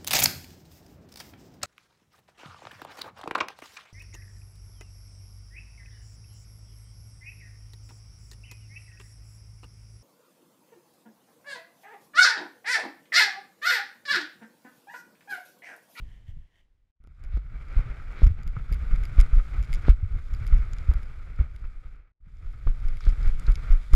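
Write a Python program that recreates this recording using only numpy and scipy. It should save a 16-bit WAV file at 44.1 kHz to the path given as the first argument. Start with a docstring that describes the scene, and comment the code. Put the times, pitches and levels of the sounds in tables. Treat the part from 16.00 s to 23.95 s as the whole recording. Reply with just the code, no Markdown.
"""On boulders, then shingle: a dog runs with a camera in a closed housing riding on its harness.
Each stride thumps the housing as a damped low swing; the mount knocks as pressure cusps with a hollow ring,
and loose plastic clicks as bursts of resonant taps. Fur and straps rub as coloured stick-slip grains.
A slow start with sway, rustle and fading hiss comes first; pebbles clack late as short pitched noise.
Twice the level dips briefly."""
import sys
import numpy as np
from scipy import signal
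from scipy.fft import rfft, irfft
from scipy.io import wavfile
from scipy.ndimage import uniform_filter1d

SR = 44100
rng = np.random.default_rng(int(sys.argv[2]) if len(sys.argv) > 2 else 0)


def unload_audio(sound):
    """Save the sound as a 16-bit wav file, at the path given as the first command line argument."""
    columns = np.transpose(np.atleast_2d(sound))
    # keep every value between -1 and 1, then stretch to whole-number steps
    steps = np.round(np.clip(columns, -1, 1) * 32767)
    wavfile.write(sys.argv[1], SR, steps.astype(np.int16))


N = 350595
TIME = np.arange(N) / SR

# Jolts of the housing: [crest t/s, peak level/dB, swing f/Hz, cycles for the load to fall to 0.4]
JOLTS = [(0.290, -30.5, 77, 0.83), (0.371, -33, 86, 0.62), (1.269, -25.5, 25, 0.27),
         (1.347, -16.5, 48.5, 2), (1.773, -8.5, 35.4, .8), (1.795, -28, 110, 1.1), (1.86, -31.5, 117, 4.1),
         (2.237, -2.5, 40.6, 0.95), (2.27, -5, 52, 0.3), (2.312, -16.5, 75, 0.96), (2.468, -31, 110, 1.1),
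         (2.474, -18, 27, 0.85), (2.571, -20.5, 109, 0.85), (2.721, -13, 43.6, 0.82),
         (2.936, -22.5, 91, 0.8), (2.955, -13.5, 21, 1), (3.193, 0.5, 30.7, 0.44), (3.338, -7.5, 31, .7),
         (3.375, -8.5, 31.5, 0.55), (3.585, -16.5, 47.6, 1.74), (3.605, -29, 104, 0.97),
         (3.728, -19.5, 22.2, 2.8), (3.897, 0, 41.5, 0.76), (4.032, -18, 84, 1.45), (4.118, -20.5, 50, .6),
         (4.146, -37, 195, 1.2), (4.175, -18, 42, 0.5), (4.412, -29, 102, 2.2), (4.532, -4.5, 35.8, 0.6),
         (4.555, -24, 110, 1.6), (4.597, -13.5, 46.6, 0.86), (4.893, -6.5, 51, 0.85),
         (4.963, -14, 31, 0.31), (5.392, -27.5, 122, 3.7), (5.404, -8.5, 51.5, 0.59),
         (5.656, -21, 24.5, 0.72), (6.271, -40, 122, 0.77), (6.468, -23, 22.7, 1.04),
         (6.672, -20.5, 101, 0.76), (6.676, -10.5, 23.6, 1.07), (6.861, -15.5, 20.2, 2.1),
         (7.082, -5.5, 30, 0.5), (7.266, -9.5, 19, 1.6), (7.488, -5.5, 34.4, 0.77), (7.713, -4, 26, 1.08),
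         (7.941, 0, 30, 1.3)]
# Scuff of the straps under a jolt, relative spectrum: [f/Hz, level/dB per Hz]
SCUFF_SPECTRUM = [(40, -17), (130, 10.5), (200, -17), (400, -7.5), (800, -23.5), (1400, -14.5),
                  (3000, -22.5), (15000, -59.5)]
# Pace of the run, before load and trims: [t/s, shaking level/dB, rubbing level/dB, fine friction level/dB]
PACE = [(1.0, -54, -86.5, -103), (1.16, -43.5, -73, -85), (1.26, -40, -65.5, -83),
        (1.45, -37.5, -65.5, -82), (1.72, -33, -54, -72), (1.92, -36.5, -52.5, -72.5),
        (2.14, -36.5, -59, -71.5), (2.38, -33, -65, -77), (2.62, -30, -57.5, -73.5), (2.9, -26.5, -54, -68),
        (3.3, -30, -53, -67.5), (3.82, -29.5, -56.5, -67.5), (4.0, -33, -61, -76), (4.27, -30, -59, -70.5),
        (4.5, -27, -54, -68), (5.1, -33, -57, -72), (5.93, -40.5, -66, -80), (6.05, -60, -74.5, -100),
        (6.2, -58, -89, -101), (6.29, -44.5, -77.5, -82.5), (6.47, -40, -64.5, -75.5),
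        (7.1, -26.5, -54.5, -66), (7.65, -30, -56, -66.5), (7.89, -31.5, -60, -67)]
# Fur and straps drag harder on the shell, around and between landings:
# [peak t/s, level/dB above steady rubbing, t/s to 1/e]
DRAGS = [(1.25, 3, 0.021), (1.342, 5.5, 0.03), (1.81, 1.5, 0.13), (2.17, 10, 0.075), (2.39, 6.5, 0.062),
         (2.586, 5.5, 0.032), (2.70, 2, 0.0089), (2.917, 2.5, 0.018), (3.408, 2, 0.0085), (3.57, 3, 0.028),
         (3.85, 9.5, 0.028), (4.188, 4, 0.011), (4.337, 1, .01), (4.933, 3.5, 0.0092), (5.425, 4, 0.055),
         (5.654, 5.5, 0.012), (6.28, 8, .04), (6.891, 5.5, 0.021), (7.237, 3.5, 0.02), (7.492, 5, 0.016),
         (7.727, 3.5, 0.18)]
# Body shake, relative spectrum: [f/Hz, level/dB per Hz]
SHAKE_SPECTRUM = [(8, -21), (20, 4.5), (30, 3.5), (55, -4.5), (90, -12.5), (125, -17.5), (170, -27.5),
                  (250, -39), (500, -57.5), (1500, -100)]
# Rubbing on the hollow shell, relative spectrum: [f/Hz, level/dB per Hz]
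RUB_SPECTRUM = [(100, -6.5), (250, -2), (450, -3.5), (750, -8), (1060, -10), (1250, 2), (1480, -0.5),
                (1750, -8), (2250, -2.5), (2800, -17), (3600, -22.5), (5000, -28), (15000, -65)]
# Fine friction, relative spectrum: [f/Hz, level/dB per Hz]
FRICTION_SPECTRUM = [(1500, -26.5), (3400, 3.5), (4300, -2), (4900, -1), (6100, -8), (7000, -5),
                     (8300, -10), (10000, -11), (11800, -14), (13200, -17.5), (15500, -32.5)]
# Straps slide over the shell as a stride lands: [peak t/s, level/dB, build-up t/s from 1/e]
SLIDES = [(1.358, -63.5, .045), (1.765, -64, 0.023), (2.205, -54, 0.033), (3.886, -51.5, 0.025),
          (7.020, -61, .015), (7.063, -56, 0.03), (7.500, -66, 0.011)]
# Strap slide, relative spectrum: [f/Hz, level/dB per Hz]
SLIDE_SPECTRUM = [(600, -19), (1400, -2.5), (2300, 8), (2900, -3.5), (3600, 3.5), (4300, -1.5),
                  (4900, -6.5), (6500, -17), (13000, -30.5)]
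# Knocks of the mount: [t/s, push level/dB, hollow ring level/dB]
KNOCKS = [(1.040, -52, -65), (1.049, -49, -60), (1.074, -43, -63), (1.241, -43, -56), (1.369, -31.5, -44),
          (1.375, -27.5, -61), (1.792, -26, -43), (2.2198, -18.5, -65), (2.238, -25, -36),
          (2.264, -34, -45), (2.27, -24.5, -39.5), (2.5669, -33, -34.5), (2.694, -43, -42),
          (2.721, -26, -60), (3.215, -32, -38), (3.336, -55, -34.5), (3.398, -50, -35.5), (3.884, -8, -35),
          (3.898, -21.5, -34), (4.342, -47, -46), (4.531, -40, -37), (4.915, -28, -38), (5.39, -37, -42),
          (5.413, -27, -49), (5.641, -46, -45.5), (6.672, -23, -31), (7.007, -54, -38.5), (7.068, -25, -35),
          (7.484, -23.5, -33), (7.938, -20, -29)]
# Shell modes in a knock, relative levels before scatter: [f/Hz, level/dB, t60 t/s]
KNOCK_MODES = [(1292, 1.5, 0.02), (1472, -6.5, 0.021), (1480, -19.5, 0.0079), (2060, -8.5, 0.0066)]
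# Click bursts of the buckle and hinge: [t/s, first tap level/dB before trim, burst length t/s]
CLICKS = [(1.039, -67, .004), (1.072, -61, .004), (1.238, -53.5, .013), (1.372, -52, .004),
          (1.777, -54, .004), (2.2304, -46, .004), (2.237, -43, .013), (2.2667, -41.5, .013),
          (2.432, -51, .004), (2.476, -45.5, .004), (2.725, -39, .022), (2.9592, -46, .004),
          (3.036, -41, .004), (3.0525, -39.5, .004), (3.2017, -31, .004), (3.211, -32, .004),
          (3.6265, -44.5, .022), (3.7287, -33.5, .031), (3.8943, -36, .004), (4.338, -44.5, .013),
          (4.4666, -42.5, .013), (4.7331, -40.5, .004), (4.784, -44.5, .004), (4.937, -47.5, .004),
          (5.03, -48.5, .004), (5.5615, -51, .004), (6.3695, -62, .004), (6.8834, -44, .004),
          (6.9698, -48, .004), (7.091, -46, .022), (7.275, -47.5, .013), (7.519, -43.5, .004),
          (7.555, -36, .004), (7.7225, -44.5, .004), (7.934, -32, .004)]
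# Shell modes in a click, relative levels before scatter: [f/Hz, width f/Hz, level/dB]
CLICK_MODES = [(2165, 135, 11.5), (3590, 1030, -4), (4830, 154, 3), (5250, 510, -2.5), (7050, 400, -3.5),
               (8840, 1500, -15), (11370, 1200, -6.5)]
# Pebbles clack under the paws: [t/s, starting level/dB, pitch f/Hz, decay t/s to 1/e]
PEBBLES = [(7.006, -51, 4860, 0.0045), (7.051, -49.5, 4750, 0.0064), (7.215, -58, 4630, 0.0046),
           (7.229, -49.5, 4670, 0.0062), (7.397, -42, 7850, 0.0013), (7.467, -43.5, 4340, 0.0033)]
# Sway before the run, coming to rest: [t/s, shaking level/dB]
SWAY = [(0.03, -35), (.2, -49), (.38, -39), (.52, -62), (.9, -69.5)]
# Harness rustles in the slow first steps: [peak t/s, level/dB, t/s to 1/e]
RUSTLES = [(0.123, -68, 0.092), (0.294, -64.5, 0.024), (.40, -76.5, 0.11), (.58, -71, 0.055)]
# Harness rustle, relative spectrum: [f/Hz, level/dB per Hz]
RUSTLE_SPECTRUM = [(120, -4), (300, -14), (700, -10), (1400, -17), (1850, -1), (2150, -6), (2500, -15),
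                   (3100, -3.5), (4000, -22), (6500, -23), (9000, -29), (15000, -34)]
# Air around the housing, relative spectrum: [f/Hz, level/dB per Hz]
AIR_SPECTRUM = [(100, -3.5), (250, 0), (700, -10), (1400, -13.5), (2000, -10.5), (3100, -15.5), (4200, -20),
                (7000, -26), (15000, -37)]
# Brief dips in level: [start t/s, end t/s]
DIPS = [(0.911, 1.003), (6.118, 6.205)]

# after each jolt the housing drops back once, lighter and quicker
REBOUND_S, REBOUND_DB, REBOUND_FREQ_RATIO = 0.031, -15, 1.15
# the harness tightens as the weight comes down and lets go; a second, slack swell is subtracted
TIGHTEN_S, LET_GO_S, SLACK_SHIFT_S, SLACK_S, SLACK_SHARE = 0.03, 0.04, 0.096, 0.043, 0.19
LOAD_POWER = 0.67  # the load on the harness grows more slowly than the jolt
# within a burst the parts chatter, each tap weaker than the last
CHATTER_GAP_S, CHATTER_FADE_DB_PER_S = 0.009, 399.5
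# the hiss of air fades steadily through the slow start
AIR_DB, AIR_FADE_DB_PER_S = -66, 24.5
BAND_EDGE_HZ = 15800


def jolts(lead_cycles=0.22, rise_s=0.0012, jolt_db=0, scuff_db=-40):
    """The housing swings on its harness, rebounds once and settles; the straps scuff as it does."""
    swing, strain = np.zeros(N), np.zeros(N)
    before = 0.1  # seconds computed ahead of the crest
    t = np.arange(SR // 2) / SR - before
    rebounds = [(s + REBOUND_S, db + REBOUND_DB, hz * REBOUND_FREQ_RATIO, cycles)
                for s, db, hz, cycles in JOLTS]
    for s, db, hz, cycles in JOLTS + rebounds:
        # the load comes on part of a cycle before the crest, then dies away
        onset = (1 + np.tanh((t + lead_cycles / hz) / (2 * rise_s))) / 2
        load = amp(db) * onset / np.cosh(t * hz / cycles * 1.59)
        add(swing, s - before, load * np.cos(2 * np.pi * hz * t))
        add(strain, s - before, load)
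    scuff = strain * coloured(slips(1500, 3.8), SCUFF_SPECTRUM)
    return amp(jolt_db) * swing + amp(scuff_db) * scuff


def running(shake_db=0, rub_db=1.24, friction_db=0, flutter_db=0.9, lurch_db=3.0, wobble_db=1.5,
            shake_load_db=7, rub_load_db=6, friction_load_db=3):
    """The body shakes the camera while fur and straps drag over the hollow shell, all harder under load."""
    shake, rub, friction = levels(PACE)
    load = harness_load()
    drag_db = sum(db * swell(s, half, half) for s, db, half in DRAGS)
    grip = amp(flutter_db * wander(38))  # contact pressure flutters
    lurch = wander(14)  # shaking and rubbing come in lumps

    shake_gain = amp(shake_db + shake_load_db * load + lurch_db * lurch) * shake
    rumble = shake_gain * coloured(rng.standard_normal(N), SHAKE_SPECTRUM)

    rub_gain = amp(rub_db + rub_load_db * load + wobble_db * lurch + drag_db) * rub
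    rubbing = rub_gain * coloured(slips(5000, 0.35), RUB_SPECTRUM)

    friction_gain = amp(friction_db + friction_load_db * load) * friction
    fizz = friction_gain * coloured(slips(12000, 2.2), FRICTION_SPECTRUM)
    return rumble + grip * (rubbing + fizz) + rattle(friction)


def harness_load():
    """Pressure on the harness: a swell at each jolt, less a smaller slack swell."""
    load = np.zeros(N)
    for s, db, _, _ in JOLTS:
        tighten = swell(s, TIGHTEN_S, LET_GO_S)
        slack = SLACK_SHARE * swell(s + SLACK_SHIFT_S, SLACK_S, SLACK_S)
        load += amp(LOAD_POWER * db) * (tighten - slack)
    return load


def rattle(friction, per_s=24, rattle_db=8, spread_db=3, treble_db=-4):
    """Faint chance ticks of the loose parts, stronger when the fine friction is stronger."""
    out = np.zeros(N)
    draws = rng.random((400, 3))
    for place, size, chance in draws:
        tap = tick(treble_db) * amp(rattle_db - spread_db * np.log(max(size, 0.02)))
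        if chance < per_s * TIME[-1] / len(draws):
            add(out, place * TIME[-1], tap * friction[int(place * N)])
    return out


def slides(slide_db=0, release_s=0.035):
    """Strap drag builds while the dog's weight comes down and stops as the strap grips."""
    drag = sum(amp(db) * swell(s, build, release_s) for s, db, build in SLIDES)
    return amp(slide_db) * drag * coloured(slips(5400, 2.8), SLIDE_SPECTRUM)


def knocks(push_db=0, hollow_db=0, contact_s=0.00079, tip_s=0.00004):
    """The mount meets its stop: pressure climbs to a sharp cusp and lets go, and the hollow shell rings."""
    out = np.zeros(N)
    before = 0.02  # seconds computed ahead of the cusp
    t = np.arange(SR // 20) / SR - before
    cusp = -np.exp((tip_s - np.hypot(t, tip_s)) / contact_s)
    for s, db, ring_db in KNOCKS:
        add(out, s - before, amp(db + push_db) * cusp)
        add(out, s, amp(ring_db + hollow_db) * ring(KNOCK_MODES, 0.024))
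    return out


def ring(modes, scatter):
    """One blow on the hollow shell: decaying modes, their balance and tuning varied by chance, at peak 1."""
    t = np.arange(SR // 20) / SR
    hz, db, t60 = np.transpose(modes)[:, :, None]
    weight, detune, phase = rng.standard_normal((3, len(modes), 1))
    waves = np.sin(2 * np.pi * (hz * (1 + scatter * detune) * t + phase))
    decay = np.exp(-np.log(1000) * t / t60)
    sound = (amp(db + 2 * weight) * decay * waves).sum(0)
    sound *= 1 - np.exp(-t / 0.00017)  # soften the onset
    return sound / abs(sound).max()


def clicks(click_db=3.5, bounce_db=-10, treble_db=-3.5, uneven_db=4.5, touch_db=-14):
    """Hard plastic parts touch lightly, strike and chatter; each tap bounces once within a few milliseconds."""
    out = np.zeros(N)
    for s, db, length in CLICKS:
        touch_s = s - CHATTER_GAP_S * rng.uniform(0.5, 0.88)
        add(out, touch_s, amp(db + touch_db) * tick(treble_db))
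        for delay in np.arange(0, length, CHATTER_GAP_S):
            tap_db = db - CHATTER_FADE_DB_PER_S * delay
            bright_db = treble_db + uneven_db * rng.standard_normal()
            add(out, s + delay, amp(tap_db + click_db) * tick(bright_db))
            bounce_s = s + delay + rng.uniform(0.002, 0.003)
            add(out, bounce_s, amp(tap_db + bounce_db) * tick(bright_db))
    return out


def tick(treble_db, lag_s=0.0014, scatter=0.0048, uneven_db=3.5, roll_hz=12600):
    """One tap on the shell, at peak 1: bending waves carry treble fastest, so low modes arrive later."""
    f = np.fft.rfftfreq(SR // 20, 1 / SR)
    hz, width, db = np.transpose(CLICK_MODES)[:, :, None]
    weight, detune = rng.standard_normal((2, len(hz), 1))
    sign = (-1) ** np.arange(len(hz))[:, None]  # neighbouring modes oppose
    gain = amp(db + uneven_db * weight + treble_db * (hz > 9000)) * sign
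    tuned = hz * (1 + scatter * detune)
    modes = (gain * 1j * f * width / (tuned ** 2 - f ** 2 + 1j * f * width)).sum(0)
    travel = np.exp(-4j * np.pi * lag_s * np.sqrt(hz[0] * f))  # lag_s is the delay at the lowest mode
    sound = irfft(modes * travel / np.hypot(1, (f / roll_hz) ** 7))
    return sound / abs(sound).max()


def pebbles(pebble_db=0, spread=0.24, grit_db=-13):
    """Stones knock together: a short gritty noise burst around one pitch."""
    out = np.zeros(N)
    t = np.arange(SR // 20) / SR
    for s, db, hz, decay in PEBBLES:
        low, high = hz * (1 - spread), hz * (1 + spread)
        stone = [(500, -30), (1500, grit_db), (low, grit_db), (hz, 0), (high, grit_db), (15000, -36)]
        burst = np.exp(-t / decay) * coloured(rng.standard_normal(len(t)), stone)
        add(out, s, amp(db + pebble_db) * burst)
    return out


def setting_off():
    """Slow first steps: a light sway that dies as the dog stops, a thin harness rustle, a fading hiss of air."""
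    sway_gain, = levels(SWAY)
    sway = sway_gain * coloured(rng.standard_normal(N), SHAKE_SPECTRUM)
    hiss_gain = amp(AIR_DB - AIR_FADE_DB_PER_S * TIME)
    hiss = hiss_gain * coloured(rng.standard_normal(N), AIR_SPECTRUM)
    rustle_gain = sum(amp(db) * swell(s, half, half) for s, db, half in RUSTLES)
    rustle = rustle_gain * coloured(slips(8000, 0.8), RUSTLE_SPECTRUM)
    return sway + hiss + rustle


def slips(per_s, spread_db):
    """A dense train of tiny stick-slip releases of uneven size, at rms 1."""
    size = amp(spread_db * np.minimum(rng.exponential(1, N), 4))
    happens = rng.random(N) < per_s / SR
    return evened(size * rng.standard_normal(N) * happens)


def wander(hz):
    """Slow chance movement below a given rate, at rms 1."""
    f = np.fft.rfftfreq(N, 1 / SR)
    return evened(irfft(rfft(rng.standard_normal(N)) * (f < hz), N))


def swell(s, rise, fall):
    """A smooth hump of height 1 at time s; rise and fall are seconds to 1/e."""
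    return np.exp(-((TIME - s) / np.where(TIME < s, rise, fall)) ** 2)


def levels(rows):
    """Each dB column of a curve as a gain for every sample."""
    s, *columns = np.transpose(rows)
    return [amp(np.interp(TIME, s, db)) for db in columns]


def coloured(x, points):
    """Shapes x by a curve of (Hz, dB) points, at rms 1."""
    hz, db = np.transpose(points)
    f = np.fft.rfftfreq(len(x), 1 / SR)
    gain = amp(np.interp(np.log(f + 1), np.log(hz), db))
    return evened(irfft(rfft(x) * gain, len(x)))


def evened(x):
    """Scales to rms 1."""
    return x / np.sqrt(np.mean(x ** 2) + 1e-20)


def amp(db):
    """Decibels to gain."""
    return 10 ** (np.asarray(db) / 20)


def add(mix, s, sound):
    """Mixes a sound in at time s, cut off at the end of the mix."""
    part = mix[max(round(s * SR), 0):][:len(sound)]
    part += sound[:len(part)]


def scene():
    """The slow start gives way to the run in the middle of the first dip; the other layers go on top."""
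    harness = np.where(TIME < np.mean(DIPS[0]), setting_off(), running())
    return (harness + jolts() + slides() + knocks() + clicks() + pebbles())[None]


def record(dry, dip_db=-30):
    """The microphone leaks steady pressure; then the brief dips, the overload ceiling and the band limit."""
    leak = signal.butter(1, 3, "high", fs=SR, output="sos")
    sound = signal.sosfilt(leak, dry)
    live = np.ones(N)
    for start, end in DIPS:
        live[(TIME > start) & (TIME < end)] = amp(dip_db)
    sound = np.clip(sound * uniform_filter1d(live, size=200), -1, 1)  # 200 samples soften the dip edges
    band = signal.firwin(511, BAND_EDGE_HZ, window=("kaiser", 9), fs=SR)
    return signal.oaconvolve(sound, band[None], "same")


dry = scene()
out = record(dry)
unload_audio(out)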